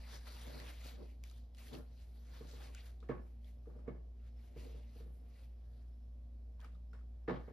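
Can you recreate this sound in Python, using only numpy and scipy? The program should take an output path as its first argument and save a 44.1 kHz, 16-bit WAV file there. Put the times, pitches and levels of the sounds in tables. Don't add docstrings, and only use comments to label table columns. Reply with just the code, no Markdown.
import sys
import numpy as np
from scipy import signal
from scipy.fft import rfft, irfft, next_fast_len
from scipy.io import wavfile

SR = 44100
rng = np.random.default_rng(int(sys.argv[2]) if len(sys.argv) > 2 else 0)


def persist_wave(psi):
    counts = np.round(np.clip(psi, -1, 1) * 32767).astype(np.int16)
    wavfile.write(sys.argv[1], SR, np.atleast_2d(counts).T)


N = 331896


def from_db(db):
    return 10 ** (np.asarray(db) / 20)


def rms_one(x):
    return x / np.sqrt(np.mean(x ** 2) + 1e-20)


def in_time(rows):
    s, *columns = np.transpose(rows)
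    return [np.interp(np.arange(N) / SR, s, column) for column in columns]


def at_hz(points, hz):
    point_hz, values = np.array(points).T
    return np.interp(np.log(hz), np.log(point_hz), values)


def drift(rate):
    step = 40
    r = np.exp(-2 * np.pi * rate * step / SR)
    draws = rng.standard_normal(N // step + 2002)
    slow = signal.lfilter([1], [1, -2 * r, r * r], draws)[2000:]
    return np.interp(np.arange(N) / step, np.arange(len(slow)), rms_one(slow))


def ring(drive, hz, t60):
    r, w = from_db(-60 / (t60 * SR)), 2 * np.pi * hz / SR
    return signal.lfilter([0, np.sin(w)], [1, -2 * r * np.cos(w), r * r], drive + 1e-18)


def panned(db, pan_db):
    return from_db([db + pan_db / 2, db - pan_db / 2])


# (frequency [Hz], correlation [0 to 1])
LIKENESS = [(60, 0.98), (150, 0.87), (300, 0.9), (600, 0.47), (1200, 0.15), (2500, 0.98), (5000, 0.52),
            (9000, 1), (14000, 0.99)]


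def bands(white, spectrum, low_hz, high_hz):
    count = round(3 * np.log2(high_hz / low_hz))
    edges = np.geomspace(low_hz, high_hz, num=count + 1)
    for k, (low, high) in enumerate(zip(edges, edges[1:])):
        band_pass = signal.butter(2, [low, high], "band", fs=SR, output="sos")
        mid, side = signal.sosfilt(band_pass, white[k % 2])
        hz = np.sqrt(low * high)
        alike = np.clip(at_hz(LIKENESS, hz), 0, 1)
        stereo = np.sqrt(1 + alike) * mid + np.sqrt(1 - alike) * side * [[1], [-1]]
        yield hz, from_db(at_hz(spectrum, hz)) * stereo


# (frequency [Hz], relative density [dB per Hz])
AIR = [(25, -19), (38, -5.5), (48, -1), (75, 6), (130, -4), (250, -11), (450, -17), (750, -20.5),
       (1000, -29.5), (1800, -36), (4000, -36.5), (6000, -41), (9000, -42.5), (12000, -45), (14000, -48),
       (15500, -57)]
AIR_DB = -66


def air():
    noise = bands(rng.standard_normal((2, 2, N)), AIR, 22, 16000)
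    patchy = sum(band * from_db(0.71 * drift(0.74)) for hz, band in noise)
    return from_db(AIR_DB) * rms_one(patchy)


WHINE_HZ, WHINE_T60_S = 5290, 0.03
WHINE_DB, WHINE_FLICKER_DB = -103, 5.5


def whine():
    once = ring(rng.standard_normal(N), WHINE_HZ, WHINE_T60_S)
    tone = ring(once, WHINE_HZ, WHINE_T60_S)
    return from_db(WHINE_DB + WHINE_FLICKER_DB * drift(5)) * rms_one(tone)


MOTOR_HZ = 58.82
HUM_WAVER_DB, HUM_WAVERS_PER_S = 1, 12
# (time [s], level before waver [dB rms])
HUM_SWELL = [(0.0, -46), (0.02, -50.5), (1.42, -49.5), (1.49, -53.5), (1.86, -51), (3.9, -50), (3.96, -47),
             (4.17, -51.5), (4.38, -49), (4.53, -54), (4.59, -49), (4.74, -48.5), (4.99, -51.5),
             (5.03, -48), (5.39, -53.5), (5.43, -50.5), (7.44, -49), (7.53, -57)]
HUM_MULTIPLES = [2, 3, 4, 4.5, 5, 6.5, 8, 9, 10, 11, 12, 13, 19, 40, 41, 70]
HUM_DB = [-74.5, -80, -75, -84.5, -91, -87, -88.5, -89.5, -85, -89.5, -89, -94.5, -100, -103, -107, -106]


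def hum():
    turn = 2 * np.pi * MOTOR_HZ * np.arange(N) / SR
    swell_db = in_time(HUM_SWELL)[0] + HUM_WAVER_DB * drift(HUM_WAVERS_PER_S)
    out = np.sqrt(2) * from_db(swell_db) * np.sin(turn) * np.ones((2, 1))
    for multiple, level_db in zip(HUM_MULTIPLES, HUM_DB):
        skew = 0.07 * multiple * rng.normal() * np.array([[1], [-1]])
        wander = 0.64 * drift(3.6)
        phase = multiple * turn + rng.uniform(0, 2 * np.pi) + wander
        out += np.sqrt(2) * from_db(level_db + 3.33 * drift(5.2)) * np.sin(phase + skew)
    return out


ROOM_T60_S, WALL_CUT_HZ = 0.33, 2500


def room(x):
    size = next_fast_len(N + SR)
    hz = np.arange(size // 2 + 1) * SR / size
    wall = 1 / (1 + 1j * hz / WALL_CUT_HZ)
    answer = np.zeros((2, len(hz)), complex)
    lags_s = np.geomspace(.011, .037, num=16) * rng.uniform(.97, 1.03, 16)
    for k, lag in enumerate(lags_s):
        loop = from_db(-60 * lag / ROOM_T60_S) * wall ** 0.53 * np.exp(-2j * np.pi * hz * lag)
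        answer[k % 2] += loop / (1 - loop) * (-1) ** (k // 2)
    return irfft(rfft(x.mean(axis=0), size) * answer, size)[:, :N]


# (frequency [Hz], relative level [dB], decay time t60 [s])
TABLE = [(137.2, 3, 0.18), (170.2, -10.5, 0.2), (198.2, -4.5, 0.33), (249.2, 2, 0.1), (334, -5.5, 0.2),
         (363.6, -9, 0.41), (450, -1.5, 0.11), (490.6, 1, 0.084), (596, -7, 0.14), (696, -19.5, 0.24),
         (829, -10, 0.1), (1104, -11, 0.15), (1218, -14, 0.11), (1675, -17, 0.081), (1744, -10, 0.071),
         (2010, -19, 0.09), (2186, -13.5, 0.059), (2800, -28, 0.053)]


def table(deep, low, high):
    out = 0
    for k, (hz, level_db, t60) in enumerate(TABLE):
        share = (-1) ** k * from_db(level_db + 2 * np.array([drift(2), drift(2)]))
        drive = deep if hz < 220 else low if hz < 800 else high
        out = out + ring(share * drive, hz, t60)
    return out


SLOPE_DB = 20


def strokes(rows, colour_db=0):
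    s, hold, level_db, attack, release = np.array(rows)[:, :5].T[:, :, None]
    t = np.arange(0, N + 44, 44) / SR
    before = np.maximum(s - t, 0) / np.maximum(attack, .005)
    after = np.maximum(t - s - abs(hold), 0) / np.maximum(release, .005)
    stroke_db = level_db + np.reshape(colour_db, (-1, 1)) - SLOPE_DB * (before + after)
    power = from_db(stroke_db) ** 2
    return np.interp(np.arange(N) / SR, t, np.sqrt(power.sum(axis=0)))


# (time at full level [s], hold [s], relative level [dB], attack [s], release [s])
DRAGS = [(0.0, .001, -59, .02, 0.055), (.14, .001, -58.5, 0.026, 0.1), (.27, .1, -66, 0.041, .05),
         (.48, .001, -51.5, 0.053, 0.15), (.56, 0.032, -53.5, 0.083, 0.24),
         (.86, 0.00092, -52.5, 0.017, 0.0078), (.96, 0.069, -62, 0.13, .05),
         (1.015, 0.022, -53.5, 0.045, 0.11), (1.742, 0.013, -48, 0.06, 0.11), (2.29, .07, -69, 0.05, 0.12),
         (2.41, 0.0011, -61, 0.08, 0.1), (2.45, 0.27, -63.5, .05, .05), (2.9, 0.072, -87, .03, .05),
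         (3.25, 0.056, -73, 0.12, 0.033), (3.674, .001, -63, .022, 0.041), (3.7, 0.3, -62, .05, 0.052),
         (4.05, .001, -72, 0.091, 0.22), (4.26, .001, -83, .04, 0.12), (4.456, .001, -70, 0.15, .015),
         (4.566, 0.23, -60, 0.077, 0.053), (4.962, .001, -64, 0.036, .035), (5.01, 0.22, -69.5, .05, 0.17)]


def drag():
    rub = rng.standard_normal((2, N)) * from_db(2.4 * drift(25))
    band_pass = signal.butter(2, [140, 750], "band", fs=SR, output="sos")
    direct = rms_one(signal.sosfilt(band_pass, rub))
    through_table = rms_one(table(0.36 * rub.sum(axis=0), rub, 0.076 * rub))
    return strokes(DRAGS) * (0.41 * direct + 0.74 * through_table)


TICK_RISE_S, TICK_CYCLES, SNAP_S = 0.00024, 6, 0.0012
TAIL_WIDTH = 1.22
# (time [s], level [dB], pitch [Hz], snap [dB rms], left-right [dB], grainy tail [dB rms])
TICKS = [(0.145, -72, 4450, -12, -2, -20), (.6, -54, 2000, -3, 2, -12), (.813, -64, 3750, -13, -2, -16),
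         (0.846, -58, 3770, -9, 3, -19), (0.269, -56, 1350, -8, -1, -13), (0.992, -74, 1000, -9, 2.0, -21),
         (1.238, -54, 2300, 0, -0.5, -24), (1.2986, -53, 3750, -11.5, 0, -35),
         (1.312, -66, 1280, 3, 0, -27), (1.5477, -64.5, 2980, -1, -2, -20), (1.57, -65, 4100, -5, -2, -22),
         (1.5838, -58.5, 2000, -2, -2, -31), (1.6816, -53, 3140, -14, -3, -22),
         (1.685, -58, 4300, -20, 0, -28), (1.7315, -51, 3460, -20, -1, -21),
         (1.7295, -59, 4450, -18, 0, -23), (1.74, -57, 4550, -22, 0, -25),
         (1.751, -48.5, 2720, -25, -2, -38), (1.75, -48, 4450, -25, 0, -31),
         (1.767, -59, 3400, -20, 3, -21), (2.3555, -68, 1750, -11, 0, -20),
         (2.512, -55, 4240, -20, -2, -18), (2.4705, -58, 4000, -15, 2, -21),
         (2.7483, -57, 1480, 3.5, 1, -18.5), (3.0035, -66, 3700, -10, 7, -22),
         (3.028, -58, 1260, -34, -7, -22.5), (3.0885, -53, 1850, -23, -1, -23.5),
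         (3.445, -61, 3400, -19, 5, -26), (3.657, -70.5, 1200, -22, 1, -14.5),
         (3.701, -66, 1150, -25, -5, -21.5), (3.79, -70.5, 1200, -18, 0, -14.5),
         (3.846, -80, 1200, -18, 6, -15), (3.876, -56.5, 1150, -24, 0, -27.5),
         (4.9996, -71, 1080, -6, -10, -16), (6.5955, -65, 1000, -19, -1, -15),
         (6.6033, -60, 3240, -11, 3, -24), (6.6138, -64, 1600, -4, -1, -24),
         (6.6293, -69, 1210, -28, 3, -20), (6.6457, -52.5, 1250, -15, 0, -26),
         (6.647, -57.5, 2300, -22, 2, -21), (6.681, -66, 1210, -20, -4, -19),
         (6.719, -79, 4000, -25, 3, -16), (6.748, -70, 3660, -25, 3, -23), (6.753, -66, 1220, -24, 1, -24),
         (6.932, -53.5, 1400, -26, 0, -23.5), (6.934, -76, 3500, -5, 1, -21),
         (6.9493, -61, 1480, -29, -5, -25.5), (6.99, -69, 1440, -21, 5, -18),
         (7.011, -69, 1280, -23, 4, -25), (7.2945, -40.5, 1780, -39, 1, -37),
         (7.294, -49, 2190, -37, 4, -34)]


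def ticks():
    out = np.zeros((2, N))
    age = np.arange(round(.12 * SR)) / SR
    contact = 1 - np.exp(-age / TICK_RISE_S)
    snap_filter = signal.butter(2, [1600, 9000], "band", fs=SR)
    for s, level_db, hz, top_db, pan_db, tail_db in TICKS:
        knock = np.sin(2 * np.pi * hz * age) * np.exp(-age * hz / TICK_CYCLES) * contact
        crack = rng.standard_normal(len(age)) * np.exp(-age / SNAP_S) * contact
        snap = signal.lfilter(*snap_filter, crack)
        snap = snap / np.std(snap[age < .002])
        tail_filter = signal.butter(1, [hz / TAIL_WIDTH, hz * TAIL_WIDTH], "band", fs=SR)
        tail = signal.lfilter(*tail_filter, rng.standard_normal((2, len(age))))
        tail = rms_one(tail * np.exp(-age / 0.039))
        tick = knock + from_db(top_db) * snap + from_db(tail_db) * tail
        start = round(s * SR)
        out[:, start:start + len(age)] += panned(level_db, pan_db)[:, None] * tick
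    return out


DULL_S, CRISP_S = 0.033, 0.034
RATTLE_LEAD_S = 0.0029
STRIKE_DB = -7.5
THUMP_HZ, THUMP_T60_S = 447, .027
# (frequency [Hz], relative density [dB per Hz])
RATTLE = [(150, 13.5), (300, 12), (600, 9.5), (900, 4.5), (1400, 0.5), (2100, -8), (3000, -18),
          (4500, -26.5), (6500, -50), (8000, -50)]
# (time [s], drive level [dB], depth [dB], rattle [dB], left-right [dB], crispness [dB])
BUMPS = [(2.407, -42.5, -9.5, -19, -3, 2), (2.533, -53, -5, -18, -1, 0), (3.025, -52.5, -11, -12.5, 4, 10),
         (3.0924, -28, -10.5, -15.5, -4, -1.5), (3.119, -53, -7, -7.5, 0, -7),
         (3.139, -56.5, 8, -5, -1, -4), (3.17, -46, -13, -25, 1, -5), (3.67, -45.5, -10, -34, 2, -3),
         (3.759, -50, -11, -34, 1.5, 4), (3.878, -34, -10, -17.5, -4.5, -3), (3.947, -53, -23, -19.5, 2, 3),
         (4.561, -46, -6, -20, -2, 0), (4.629, -54.5, -2, -32, -3, 2), (4.664, -53, -9, -27, -0.5, -4),
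         (4.699, -58, -19, -21, -1.5, 0), (4.744, -51, -4.5, -31, 2, -2), (4.958, -55, -5, -28, -6, 0),
         (5.002, -49.5, -8.5, -20, -2, 0), (5.059, -54.5, -1, -19, 0, 0), (6.647, -58, -18, -22, 0, 0),
         (6.935, -58.5, -15, -4, 2, 0), (7.28, -29, -19, -7.5, 1, 1), (7.294, -37.5, -24, -13, -10, 11),
         (7.308, -34.5, -15, -29, -6, 15), (7.339, -41.5, -14, -15.5, 3, 10.5), (7.365, -52, -13, -9, 0, 6),
         (7.478, -48, -10, -9.5, -5, -15), (7.505, -49, 0, -29, 1, -9)]


def bumps():
    deep, low, shake = np.zeros((3, 2, N))
    for s, level_db, depth_db, rattle_db, pan_db, crisp_db in BUMPS:
        at, gains = round(s * SR), panned(level_db, pan_db)
        low[:, at] += gains
        deep[:, at] += gains * from_db(depth_db)
        shake_db = level_db + rattle_db
        shake[:, at - round(RATTLE_LEAD_S * SR)] += from_db([shake_db, shake_db + crisp_db])

    dull_fall, crisp_fall, rise = np.exp(-1 / (SR * np.array([DULL_S, CRISP_S, .002])))
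    dying = [signal.lfilter([1], [1, -dull_fall], shake[0]), signal.lfilter([1], [1, -crisp_fall], shake[1])]
    dull, crisp = signal.lfilter([1 - rise], [1, -rise], dying) * from_db(2.2 * drift(57))
    dull_bands = bands(rng.standard_normal((2, 2, N)) * dull, RATTLE, 121.7, 2420)
    crisp_bands = bands(rng.standard_normal((2, 2, N)) * crisp, RATTLE, 2730, 6300)
    rattle = sum(band for hz, band in dull_bands) + sum(band for hz, band in crisp_bands)

    soft = signal.butter(2, 900, fs=SR)
    pushes = np.array([from_db(-5.0) * deep, from_db(-12.0) * low])
    deep_push, low_push = signal.lfilter(*soft, pushes + 1e-18)
    clatter = from_db(-28) * dull * rng.standard_normal((2, N))
    rung = table(deep_push, low_push, clatter + from_db(STRIKE_DB) * shake[0])
    thump = ring(ring(low, THUMP_HZ, THUMP_T60_S), THUMP_HZ, THUMP_T60_S)
    return rung + rattle + from_db(-37.0) * thump


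GRITS_PER_S, GRIT_CYCLES = 120, 15


def grit(hz):
    struck = rng.random(N) < GRITS_PER_S / SR
    strength = from_db(2.4 * np.minimum(rng.exponential(1, N), 3))
    snags = struck * strength * rng.choice([-1, 1], N)
    return rms_one(ring(snags, hz, GRIT_CYCLES / hz))


GRIT_SHARE = 0.34
# (frequency [Hz], relative density [dB per Hz])
SWISH_COLOUR = [(500, 1.5), (900, -1.5), (1400, -0.5), (2200, -3), (3200, -6.5), (4500, -5.5), (6500, -15),
                (9000, -7), (12000, -13.5), (15000, -11)]
# (time at full level [s], hold [s], relative level [dB], attack [s], release [s],
# fullness [dB], edge [dB], sheen [dB])
SWISHES = [(0.092, 0.035, -57.5, .08, .1, -1, 1.5, -0.5), (0.0, 0.16, -58, .02, 0.11, -4, -5, -6.5),
           (0.147, 0.016, -55.5, 0.042, 0.054, 2.5, 8, 1.5), (0.272, .001, -51.5, 0.043, 0.16, 0, 1.5, -2),
           (0.368, 0.067, -57.5, 0.3, 0.11, -2, 3.5, -1.5), (0.478, 0.11, -55.5, 0.22, 0.15, 1, 1, -3),
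           (.6, .005, -56, .04, 0.047, -8, 0, -6), (0.691, 0.0093, -50.5, 0.21, 0.1, -1.5, -0.5, -3.5),
           (0.861, 0.028, -52.5, 0.19, 0.12, -3, 2.5, -3.5),
           (1.034, 0.084, -67, 0.091, 0.088, -27, 0, -3.5), (1.252, 0.0015, -63, 0.028, 0.2, -3.5, 2.5, -2),
           (1.325, 0.055, -73.5, 0.18, 0.11, 1.5, 8.5, 4), (1.591, 0.092, -60, 0.044, 0.12, -3.5, 3, 2),
           (1.743, .001, -52.5, 0.047, 0.042, -1, -1, -5), (1.781, .001, -64.5, 0.071, 0.11, 8, 0, 2),
           (2.025, .001, -66, 0.24, 0.11, -4, 2.5, -1.5), (2.165, .001, -74.5, 0.27, 0.57, 0, 7, 5.5),
           (2.351, .001, -59, .15, 0.31, 0.5, 2.5, -3.5), (2.49, 0.058, -63.5, 0.03, 0.092, -1, 7, 0),
           (2.644, .001, -54, 0.25, 0.15, -2, -0.5, -5), (2.787, 0.018, -55.5, 0.13, 0.05, -11, -2.5, -11),
           (2.862, .001, -59.5, 0.19, 0.12, -1.5, 0, -4), (3.28, .001, -74, 0.42, 0.28, -2.5, -2, -1.5),
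           (3.478, 0.012, -69, 0.08, 0.1, -11, 2, 0), (3.7, .001, -84, 0.38, 0.36, 6, 5, 4),
           (4.285, .001, -68.5, 0.17, 0.034, -1, -1.5, -7), (4.45, .001, -66, 0.17, 0.25, -5.5, 0.5, -3.5),
           (4.581, 0.032, -56.5, 0.045, 0.32, -10, -1, -5.5), (4.8, 0.00056, -77, 0.29, 0.051, 0, 8.5, -2),
           (4.904, .001, -74.5, .1, .1, -12, 5, -5), (5.001, .001, -65.5, 0.16, 0.1, -0.5, 4.5, 0),
           (5.17, .001, -83.5, 0.21, 0.13, 0, 6, 14), (5.37, 0.072, -65.5, 0.23, 0.11, -6.5, -2.5, -4.5),
           (5.793, 0.028, -78, 0.69, 0.38, 2.5, 2.5, -1.5), (6.604, 0.04, -74, 0.016, .05, 4, -7, 2),
           (6.649, .001, -64, 0.05, 0.048, 10, -4, -16), (6.727, 0.022, -76, 0.11, 0.037, 2, -7, -9),
           (7.426, 0.075, -76, 0.28, .1, 11, 3.5, -1)]


def swish():
    full_db, edge_db, sheen_db = np.array(SWISHES)[:, 5:].T
    full, plain, edge, sheen = [strokes(SWISHES, db) for db in (full_db, 0, edge_db, sheen_db)]
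    grain = from_db(2.2 * np.minimum(rng.exponential(1, N), 6) + 0.82 * drift(44))
    grainy_noise = rng.standard_normal((2, 2, N)) * rms_one(grain)
    out = 0
    for hz, band in bands(grainy_noise, SWISH_COLOUR, 450, 16000):
        level = full if hz < 2000 else plain if hz < 3300 else edge if hz < 7500 else sheen
        band = band + GRIT_SHARE * np.std(band) * grit(hz)
        flicker = from_db(2.0 * drift(10.0) + 1.15 * drift(30))
        out = out + band * level * flicker
    return out


def scene():
    knocks, taps = bumps(), ticks()
    reflected = room(from_db(-15) * knocks + from_db(-22.5) * taps)
    return air() + whine() + hum() + drag() + taps + knocks + swish() + reflected


CUTOFF_HZ = 15700
# (frequency [Hz], lead of the left port [rad])
PORT_LEAD = [(0, 0), (1500, 0), (2840, .7), (4570, .7), (5600, -.6), (8300, -3.14), (11800, -6.28),
             (15000, -9.45)]
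# (frequency [Hz], left-right [dB])
PORT_BALANCE = [(60, 0.0), (150, -0.5), (380, -0.5), (950, -1), (2380, 1), (4200, 5), (7000, 0),
                (9500, -0.5), (15000, 0)]


def record(dry):
    size = next_fast_len(N + 4096)
    hz = np.arange(size // 2 + 1) * SR / size
    lead = np.interp(hz, *np.transpose(PORT_LEAD))
    balance_db = np.interp(hz, *np.transpose(PORT_BALANCE))
    left = np.exp(.5j * lead) * from_db(balance_db / 2)
    ports = irfft(rfft(dry, size) * np.array([left, 1 / left]), size)[:, :N]
    top_cut = signal.ellip(12, .5, 70, CUTOFF_HZ, fs=SR, output="sos")
    return signal.sosfilt(top_cut, ports)


dry = scene()
out = record(dry)
persist_wave(out)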